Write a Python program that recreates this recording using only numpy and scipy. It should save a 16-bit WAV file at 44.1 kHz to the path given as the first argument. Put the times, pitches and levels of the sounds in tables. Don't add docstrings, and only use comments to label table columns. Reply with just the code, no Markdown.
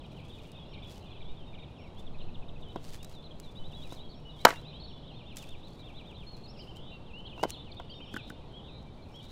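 import sys
import numpy as np
from scipy import signal
from scipy.fft import rfft, irfft, next_fast_len
from scipy.io import wavfile
from scipy.ndimage import map_coordinates

SR = 44100
rng = np.random.default_rng(int(sys.argv[2]) if len(sys.argv) > 2 else 0)


def materialize(psi):
    bounded = np.clip(np.atleast_2d(psi).T, -1, 1)
    quanta = np.round(bounded * 32767).astype(np.int16)
    wavfile.write(sys.argv[1], SR, quanta)


N = 410571

# (frequency [Hz], t60 [s])
FOREST = [(2000, .5), (6000, 0.86)]

# (length [s], repeat period [s], tune [multiples of the pitch], rasp [share of the pitch])
SWOOP = (.075, .056, [1.3, .97, .8], .008)
BOW = (.08, .603, [.88, .99, .99, .83], .006)
HOOK = (.045, .087, [.84, .98, 1], .005)
ARCH = (.095, .111, [.8, .98, .98, .77, .64], .008)
HUMP = (.058, .08, [.8, 1, .84], .005)
FLICK = (.038, .176, [.9, 1, .78], .015)
DIP = (.09, .296, [1.22, 1.08, 1, 1.07], .005)
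FALL = (.05, .241, [1.28, 1, .8], .008)
SLUR = (.09, .247, [.9, 1, 1.07], .003)
HELD = (.065, .12, [.99, 1, .97], .004)
CHIP = (.019, .139, [1.13, 1.06, .76], .05)
PIP = (.018, .138, [1.03, 1, .95], .025)
WHISTLE = (.105, .2, [.96, .995, 1, .99, .87], .004)


def amp(db):
    return 10 ** (np.asarray(db) / 20)


def unit(x):
    return x / np.sqrt(np.mean(x ** 2) + 1e-20)


def along(points, hz):
    f, v = np.transpose(points)
    return np.interp(np.log(hz + 1), np.log(f + 1), v)


def curve(rows):
    return np.interp(np.arange(N) / SR, *np.transpose(rows))


def seconds(length):
    return np.arange(int(length * SR)) / SR


def wobble(rate, size=N):
    knots = rng.standard_normal(int(size * rate / SR) + 4)
    return map_coordinates(knots, [np.arange(size) * rate / SR])


def noise(colour, size=N):
    m = next_fast_len(size)
    spectrum = rfft(rng.standard_normal(m)) * amp(along(colour, np.fft.rfftfreq(m, 1 / SR)))
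    return unit(irfft(spectrum, m)[:size])


def add(track, s, sound):
    start = max(round(s * SR), 0)
    part = track[start:start + len(sound)]
    part += sound[:len(part)]


def fade(t, t60):
    return np.exp(-np.log(1000) * t / t60)


def echo(x, decay):
    hz, t, z = signal.stft(rng.standard_normal(SR // 2), SR, nperseg=256)
    dying = z * amp(-60 * t / along(decay, hz)[:, None])
    tail = signal.istft(dying, SR, nperseg=256)[1]
    delayed = np.pad(tail, (SR // 200, 0))
    return signal.fftconvolve(x, delayed / np.linalg.norm(tail))[:N]


def rumble(level_db, sway_db):
    # (frequency [Hz], relative level [dB])
    air_colour = [(12, -30), (20, -1.5), (74, -2), (142, -3.5), (277, -10.5), (607, -15.5), (897, -18.5),
                  (1710, -35.5), (1960, -35), (3160, -36), (3840, -33), (4940, -45.5), (11800, -58.5),
                  (13500, -74), (16000, -75)]
    return amp(level_db + sway_db * wobble(2.8)) * noise(air_colour)


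def engine():
    # (time [s], level [dB])
    drone_level = [(0, -57), (1.8, -64.5), (2.3, -55), (3, -58), (3.7, -55), (5, -57.5), (5.6, -67.5),
                   (9.31, -66)]
    # (frequency [Hz], relative level [dB])
    drone_colour = [(100, -49.5), (138, -13), (150, 1.5), (164, -13), (220, -45.5), (580, -45.5),
                    (612, -12.5), (645, -44), (1500, -100)]
    return amp(curve(drone_level)) * noise(drone_colour)


def wind(gust_db):
    # (time [s], level before gust_db [dB])
    gust_level = [(0.0, -64), (0.44, -52), (1.09, -55), (1.3, -31), (1.68, -57), (2.07, -40), (2.9, -38),
                  (3.29, -49), (3.6, -36), (4.67, -54), (5.57, -44), (5.78, -60), (6.14, -49), (9.31, -56)]
    # (frequency [Hz], relative level [dB])
    gust_colour = [(2, -10), (5, 0.5), (12, -3), (22, -17.5), (40, -36), (150, -90)]
    return amp(curve(gust_level) + gust_db) * noise(gust_colour)


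def whistle(hz, waver=0.0035):
    size = len(hz)
    phase = 2 * np.pi * np.cumsum(hz * (1 + waver * wobble(450, size))) / SR
    swell = signal.windows.tukey(size, .3)
    return np.sqrt(2) * np.sin(phase) * swell * amp(1.2 * wobble(90, size))


def glide(length, *pitches):
    tune = np.polyfit(np.linspace(0, 1, len(pitches)), pitches, len(pitches) - 1)
    return np.polyval(tune, seconds(length) / length)


def syllable(kind, hz):
    length, _, tune, rasp = kind
    return whistle(hz * glide(length, *tune), rasp)


def far_birds(centre_hz, spread, bend, level_db, haze_db, direct_db, count=400):
    # (time [s], relative level [dB])
    chorus_level = [(0, -58.5), (1.2, -60), (2.1, -66), (4.2, -66), (4.6, -56.5), (5.7, -61), (7, -66),
                    (8.2, -58), (8.9, -66)]
    # (frequency [Hz], relative level [dB])
    haze_colour = [(1500, -39.5), (2000, -13.5), (2350, -2), (2900, -4.5), (3500, 0), (4100, -5.5),
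                   (4700, -8.5), (5500, -11), (6200, -31), (9000, -70.5)]
    out = np.zeros(N)
    for k, (when, length, pitch, *turns) in enumerate(rng.uniform(-1, 1, (count, 6))):
        pitches = centre_hz * np.exp(spread * pitch + bend * np.array(turns))
        chirp = whistle(glide(0.025 * np.exp(.6 * length), *pitches))
        add(out, (k + when) * N / SR / count, chirp)
    chirps = amp(level_db) * unit(amp(direct_db) * out + echo(out, FOREST))
    return amp(curve(chorus_level)) * (chirps + amp(haze_db) * noise(haze_colour))


def thin_caller(direct_db, echo_db):
    # (time [s], relative level [dB])
    calls = [(.68, -71), (1.78, -69), (4.14, -67), (4.87, -70), (7.929, -69), (8.04, -68), (9.115, -66)]
    out = np.zeros(N)
    for s, db in calls:
        add(out, s, amp(db) * whistle(glide(.05, 5150, 5500, 5450)))
    return amp(direct_db) * out + amp(echo_db) * echo(out, FOREST)


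def twitter(low_hz, chip_hz, beat_s, chip_lag_s, spread):
    # (time [s], beats, relative level [dB])
    bouts = [(.035, 1, -59), (.38, 1, -57), (.44, 1, -61), (.73, 3, -56), (1.105, 2, -58), (1.205, 1, -56),
             (1.53, 3, -56)]
    out = np.zeros(N)
    for s, beats, db in bouts:
        detune = np.exp(spread * rng.standard_normal((beats, 2)))
        for k, (low, high) in enumerate(detune):
            beat = s + k * beat_s
            add(out, beat, amp(db - 2.5) * syllable(PIP, low_hz * low))
            add(out, beat + chip_lag_s, amp(db) * syllable(CHIP, chip_hz * high))
    return out


def songbirds(trill_rate, trill_depth_hz):
    # (time [s], syllable, repeats, pitch [Hz], relative level [dB])
    phrases = [(0, CHIP, 1, 3400, -60), (.16, FALL, 1, 2700, -60), (.185, CHIP, 1, 3600, -62),
               (.285, FLICK, 1, 3500, -58), (.32, FLICK, 1, 3700, -57), (.355, PIP, 1, 3400, -59),
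               (.54, FLICK, 1, 3620, -58), (.568, FLICK, 1, 3700, -58), (.585, HELD, 1, 3380, -58),
               (.715, SWOOP, 1, 2600, -60), (.735, CHIP, 1, 3750, -56), (.82, FLICK, 1, 3550, -56),
               (.845, HELD, 1, 3400, -59), (1.02, HOOK, 1, 3200, -63), (1.055, FLICK, 1, 3600, -60),
               (1.105, FLICK, 1, 3500, -58), (1.245, SLUR, 1, 3600, -59), (1.365, DIP, 1, 3050, -63),
               (1.46, HELD, 2, 3680, -62), (1.755, SWOOP, 2, 2650, -63), (1.965, HOOK, 1, 3550, -57),
               (2.065, CHIP, 6, 3320, -55.5), (2.143, PIP, 4, 2560, -60), (2.18, FALL, 1, 3200, -60),
               (2.21, FLICK, 1, 4100, -60), (2.625, DIP, 1, 3020, -59), (2.692, FLICK, 1, 3800, -59),
               (2.92, CHIP, 1, 3500, -60), (2.98, SLUR, 1, 3720, -61), (3.003, PIP, 1, 2850, -61),
               (3.13, DIP, 2, 3490, -57), (3.225, CHIP, 1, 3600, -58), (3.238, FLICK, 1, 4100, -55),
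               (3.308, PIP, 1, 3250, -54), (3.55, HOOK, 6, 3900, -53.5), (3.583, HELD, 1, 3030, -60),
               (3.69, FALL, 1, 3200, -59), (3.75, HELD, 1, 3380, -55.5), (3.81, SWOOP, 1, 2800, -61),
               (3.955, FALL, 1, 3500, -57), (4.025, HELD, 1, 3280, -60), (4.088, FLICK, 1, 4400, -59),
               (4.11, FALL, 1, 3800, -59), (4.247, HELD, 1, 2950, -54), (4.29, FLICK, 1, 3900, -57),
               (4.33, DIP, 1, 3200, -60), (4.385, HOOK, 5, 3950, -54.5), (4.525, HELD, 1, 2800, -56),
               (4.68, FLICK, 1, 4050, -54), (4.72, SLUR, 1, 3200, -58), (4.795, FLICK, 1, 4280, -53),
               (4.828, FLICK, 1, 4450, -52), (4.875, FALL, 1, 3400, -57), (4.925, HELD, 1, 3460, -57),
               (5.03, HOOK, 1, 3550, -60), (5.075, FALL, 1, 3200, -57), (5.137, ARCH, 4, 3620, -56.5),
               (5.625, HUMP, 1, 4000, -58), (5.79, FLICK, 3, 4000, -56.5), (5.822, ARCH, 4, 3620, -57),
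               (6.26, WHISTLE, 1, 4310, -53.5), (6.433, FLICK, 1, 4350, -56), (6.475, HOOK, 1, 5450, -58),
               (6.53, SWOOP, 1, 2850, -64), (6.565, HUMP, 1, 5450, -62), (6.588, FLICK, 1, 4950, -56),
               (6.586, HUMP, 3, 3130, -56), (6.865, HELD, 1, 3060, -58), (6.91, HELD, 1, 2770, -56),
               (7.055, SWOOP, 1, 2950, -61), (7.128, SLUR, 2, 2900, -51), (7.25, FLICK, 1, 3280, -49),
               (7.262, CHIP, 1, 3900, -56), (7.292, FALL, 1, 2950, -53), (7.32, HUMP, 1, 3100, -55),
               (7.513, FLICK, 1, 4250, -52), (7.528, FALL, 1, 3350, -53), (7.555, HELD, 1, 3580, -55),
               (7.645, SWOOP, 1, 2750, -60), (7.715, CHIP, 1, 3700, -50), (7.765, FLICK, 1, 3700, -51),
               (7.892, HUMP, 1, 3220, -51.5), (7.893, FLICK, 1, 4700, -56), (7.935, HELD, 1, 3660, -54),
               (7.998, HUMP, 1, 3150, -51.5), (8.055, FALL, 1, 3100, -56), (8.145, SWOOP, 1, 2900, -52),
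               (8.532, BOW, 2, 3320, -53), (8.64, SWOOP, 1, 3000, -62), (8.73, HELD, 5, 2340, -71),
               (9.02, FLICK, 1, 4200, -64)]
    # (time [s], length [s], start [Hz], middle [Hz], end [Hz], relative level [dB])
    trills = [(6.772, 0.19, 2900, 3580, 3794, -57.5), (7.503, 0.15, 3160, 3580, 3810, -59),
              (8.059, 0.25, 2930, 3485, 3756, -56.5), (8.613, .22, 3480, 3810, 3950, -59.5),
              (9.19, .14, 3500, 3790, 3920, -59.5)]
    out = np.zeros(N)
    for s, kind, repeats, hz, db in phrases:
        period = kind[1]
        for k in range(repeats):
            add(out, s + k * period, amp(db) * syllable(kind, hz))
    for s, length, *pitches, db in trills:
        vibrato = trill_depth_hz * np.sin(2 * np.pi * trill_rate * seconds(length))
        add(out, s, amp(db) * whistle(glide(length, *pitches) + vibrato))
    return out


def among_trunks(x, level_db, count):
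    out = x.copy()
    for delay, gain in zip(rng.uniform(.006, .05, count), rng.standard_normal(count)):
        add(out, delay, amp(level_db) * gain * x)
    return out


def rustle(rest_db, grain_db, tick_db, tick_t60, count=70):
    # (time of the peak [s], level at the peak [dB], rise [s per 20 dB], release [s per 20 dB])
    moves = [(.47, -66, .45, .12), (.905, -57, .06, .13), (2.0, -66, .04, .04), (2.945, -52.5, .17, .055),
             (3.11, -64, .1, .14), (3.45, -72, .15, .8), (3.935, -56.5, .18, .06), (4.51, -51, .12, .09),
             (5.378, -54.5, .025, .16), (5.68, -70, .04, .35), (6.36, -76, .5, .4), (6.64, -72, .05, .1),
             (6.77, -59, .025, .02), (7.44, -58, .07, .03), (7.492, -53, .02, .04), (8.14, -63, .03, .05),
             (8.3, -62, .04, .02), (9.31, -65, .3, .1)]
    # (frequency [Hz], relative level [dB])
    rustle_colour = [(300, -9.5), (1200, 1.5), (2200, 4), (4500, 6.5), (7000, 2), (10000, -3), (15000, -8)]
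    t = np.arange(N) / SR
    effort = amp(rest_db)
    for s, db, rise, release in moves:
        distance = np.maximum((s - t) / rise, (t - s) / release)
        effort = effort + amp(db - 20 * distance)
    grains = unit(amp(grain_db * (wobble(500) + .6 * wobble(60))))
    ticks = np.zeros(N)
    for when, size in rng.uniform(0, 1, (count, 2)):
        add(ticks, when * N / SR, amp(tick_db) * size ** 2 * fade(seconds(.03), tick_t60))
    return (effort * grains + ticks) * noise(rustle_colour)


def snaps():
    # (time [s], relative level [dB], t60 [s])
    snap_list = [(.518, -42, .01), (3.029, -40, .025), (3.046, -38.5, .018), (3.095, -42.5, .02),
                 (3.4, -39.5, .018), (3.9245, -42, .03), (4.4805, -33, .025), (4.4892, -27.5, .025),
                 (5.36, -41, .015), (5.369, -31.5, .028), (5.383, -39, .03), (5.425, -42, .03),
                 (5.491, -42, .015), (7.4972, -35, .02), (7.5045, -24.5, .013), (8.139, -38.5, .018),
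                 (8.1605, -42, .014), (8.1693, -40.5, .014), (8.2998, -40.5, .016)]
    # (frequency [Hz], relative level [dB])
    snap_colour = [(300, -21.5), (1500, -3), (4000, -0.5), (7000, 2), (12000, -5.5), (16000, -9)]
    out, t = np.zeros(N), seconds(.06)
    for s, db, t60 in snap_list:
        ragged = unit(noise(snap_colour, len(t)) * amp(3 * wobble(900, len(t))))
        add(out, s, amp(db) * ragged * fade(t, t60) / 2)
    return out


def splinters(s, length, level_db, loss_db, centre_hz, spread, cycles, count=70):
    out, t = np.zeros(N), seconds(.02)
    for when, pitch, size in rng.uniform(0, 1, (count, 3)):
        hz = centre_hz * np.exp(spread * (2 * pitch - 1))
        age = when ** 1.4
        tone = np.sin(2 * np.pi * hz * t) * fade(t, cycles / hz)
        add(out, s + age * length, amp(level_db - loss_db * age) * size ** 2 * tone)
    return out


def bite(s, level_db, rise, t60):
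    # (frequency [Hz], relative level [dB])
    bite_colour = [(400, -21), (1500, 3), (3200, -9.5), (3700, -2.5), (4050, 5.5), (4500, -2), (5000, -3.5),
                   (5600, -5), (6700, -6.5), (7600, -7.5), (9000, -16), (12000, -11), (16000, -17)]
    out, t = np.zeros(N), seconds(.08)
    shape = np.minimum(t / rise, 1) ** 2 * fade(np.maximum(t - rise, 0), t60)
    add(out, s, amp(level_db) * shape * noise(bite_colour, len(t)))
    return out


def push(t, hz, cycles):
    turn = t * hz - 1.5 * cycles
    return 1.2 * np.sin(2 * np.pi * turn) * np.exp(-(turn / cycles) ** 2)


def knocks(contacts, modes, width_octaves, ring_db, crack_t60, thud_hz, cycles, scatter):
    # (frequency [Hz], relative level [dB])
    crack_colour = [(200, -19), (1000, -1), (2500, 3), (4000, 5), (5500, 1.5), (9000, -11), (12000, -14),
                    (16000, -14)]
    out, t = np.zeros(N), seconds(.15)
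    hz, mode_db, t60 = np.transpose(modes)[:, :, None]
    side = (-1) ** np.arange(len(hz))[:, None]
    for s, knock_db, centre_hz, length, crack_db, thud_db in contacts:
        strength = amp(mode_db) / (1 + (np.log2(hz / centre_hz) / width_octaves) ** 2)
        shifted_hz = hz * (1 + scatter * rng.uniform(-1, 1, hz.shape))
        tones = np.sin(2 * np.pi * shifted_hz * t) * fade(t, t60 * length)
        ring = np.sum(side * strength * tones, axis=0)
        ring = ring * (1 - np.exp(-(t * centre_hz / 2) ** 2))
        ring = ring / np.sqrt(np.mean(ring[:SR // 100] ** 2))
        knock = push(t, centre_hz, cycles) + amp(ring_db) * np.sqrt(length) * ring
        crack = noise(crack_colour, len(t)) * fade(t, crack_t60) / 2
        thud = push(t, thud_hz, cycles)
        add(out, s, amp(knock_db) * knock + amp(crack_db) * crack + amp(thud_db) * thud)
    return out


def clacking_halves():
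    clacks = [(8.1408, -38, 1550, .8, -41, -33), (8.1638, -30, 1500, .8, -44, -39),
              (8.169, -42, 1700, .7, -47, -53), (8.3018, -39.5, 1400, .8, -50, -42)]
    # (frequency [Hz], relative level [dB], t60 before the ring length factor [s])
    billet = [(280, -4, .05), (474, 1, .026), (845, -10, .05), (1490, 3, .035), (1690, -8, .03),
              (1960, -16, .025), (3140, -10, .027)]
    return knocks(clacks, billet, width_octaves=1.4, ring_db=-5.5, crack_t60=.025, thud_hz=260,
                  cycles=0.71, scatter=.015)


def struck_log():
    blows = [(2.759, -27, 703, .55, -44, -27.5), (2.765, -37, 450, 1.1, -62, -41),
             (3.922, -36.5, 725, .9, -47, -37), (4.4507, -4.1, 1458, .56, -16, -13),
             (4.4527, 0, 940, .7, -10, -15.7), (4.4681, -9.9, 1065, .71, -33, -36),
             (4.4857, -18.8, 1177, 1.3, -33, -32), (4.5052, -22.5, 1800, 1.1, -27, -35),
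             (4.526, -34, 750, 1.3, -42, -38), (7.378, -38, 750, .8, -50, -47),
             (7.3955, -37, 850, .36, -49, -50), (7.4305, -19.3, 557, 1.3, -31, -41),
             (7.4357, -13.5, 690, .25, -24, -23.5), (7.437, -28, 2250, .8, -40, -50),
             (7.4464, -26.8, 733, .51, -42, -34), (7.4528, -22, 500, .36, -55, -34),
             (7.7985, -32, 790, 1.2, -48, -44), (8.0045, -48, 997, .9, -58, -43)]
    # (frequency [Hz], relative level [dB], t60 before the ring length factor [s])
    log_modes = [(215, -5, .04), (292, -2, .049), (471, 2, .03), (676, 0, .034), (737, -8, .03),
                 (853, -10, .036), (960, -5, .04), (1110, -4, .036), (1300, -9, .032), (1416, -5, .036),
                 (1547, -3, .027), (1967, -4, .022), (2170, -7, .028), (2600, -9, .03), (3020, -6, .035)]
    return knocks(blows, log_modes, width_octaves=1.2, ring_db=-12.5, crack_t60=.022, thud_hz=320,
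                  cycles=.55, scatter=.01)


def yard_echo(wood, level_db, cutoff_hz):
    # (frequency [Hz], t60 [s])
    yard_decay = [(200, .24), (1500, 0.29), (5000, .2), (14000, 0.45)]
    lowpass = signal.butter(2, cutoff_hz, fs=SR, output="sos")
    return amp(level_db) * signal.sosfilt(lowpass, echo(wood, yard_decay))


def scene():
    background = rumble(level_db=-48, sway_db=.5) + engine() + wind(gust_db=0.5)

    song = songbirds(trill_rate=85, trill_depth_hz=210)
    song += twitter(low_hz=2430, chip_hz=3250, beat_s=.046, chip_lag_s=.01, spread=.025)
    song = among_trunks(song, level_db=-23, count=10)
    birds = amp(-.3) * song + amp(-8.5) * echo(song, FOREST)
    birds += thin_caller(direct_db=-4, echo_db=-4.5)
    birds += far_birds(centre_hz=3200, spread=.2, bend=.18, level_db=-4, haze_db=-12.5, direct_db=-1)

    moving = rustle(rest_db=-84, grain_db=4, tick_db=-62, tick_t60=.015)

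    wood = struck_log() + clacking_halves() + snaps()
    wood += bite(s=4.4492, level_db=-8, rise=.0028, t60=.012)
    wood += splinters(s=4.47, length=.1, level_db=-28, loss_db=13, centre_hz=2300, spread=.45, cycles=22)
    yard = yard_echo(wood, level_db=-21, cutoff_hz=7000)
    return (background + birds + moving + wood + yard)[None]


def record(dry):
    top_hz = 15900
    m = next_fast_len(N + SR // 2)
    passed = 1 / (1 + (np.fft.rfftfreq(m, 1 / SR) / top_hz) ** 120)
    return irfft(rfft(np.clip(dry, -1, 1), m) * passed, m)[..., :N]


dry = scene()
out = record(dry)
materialize(out)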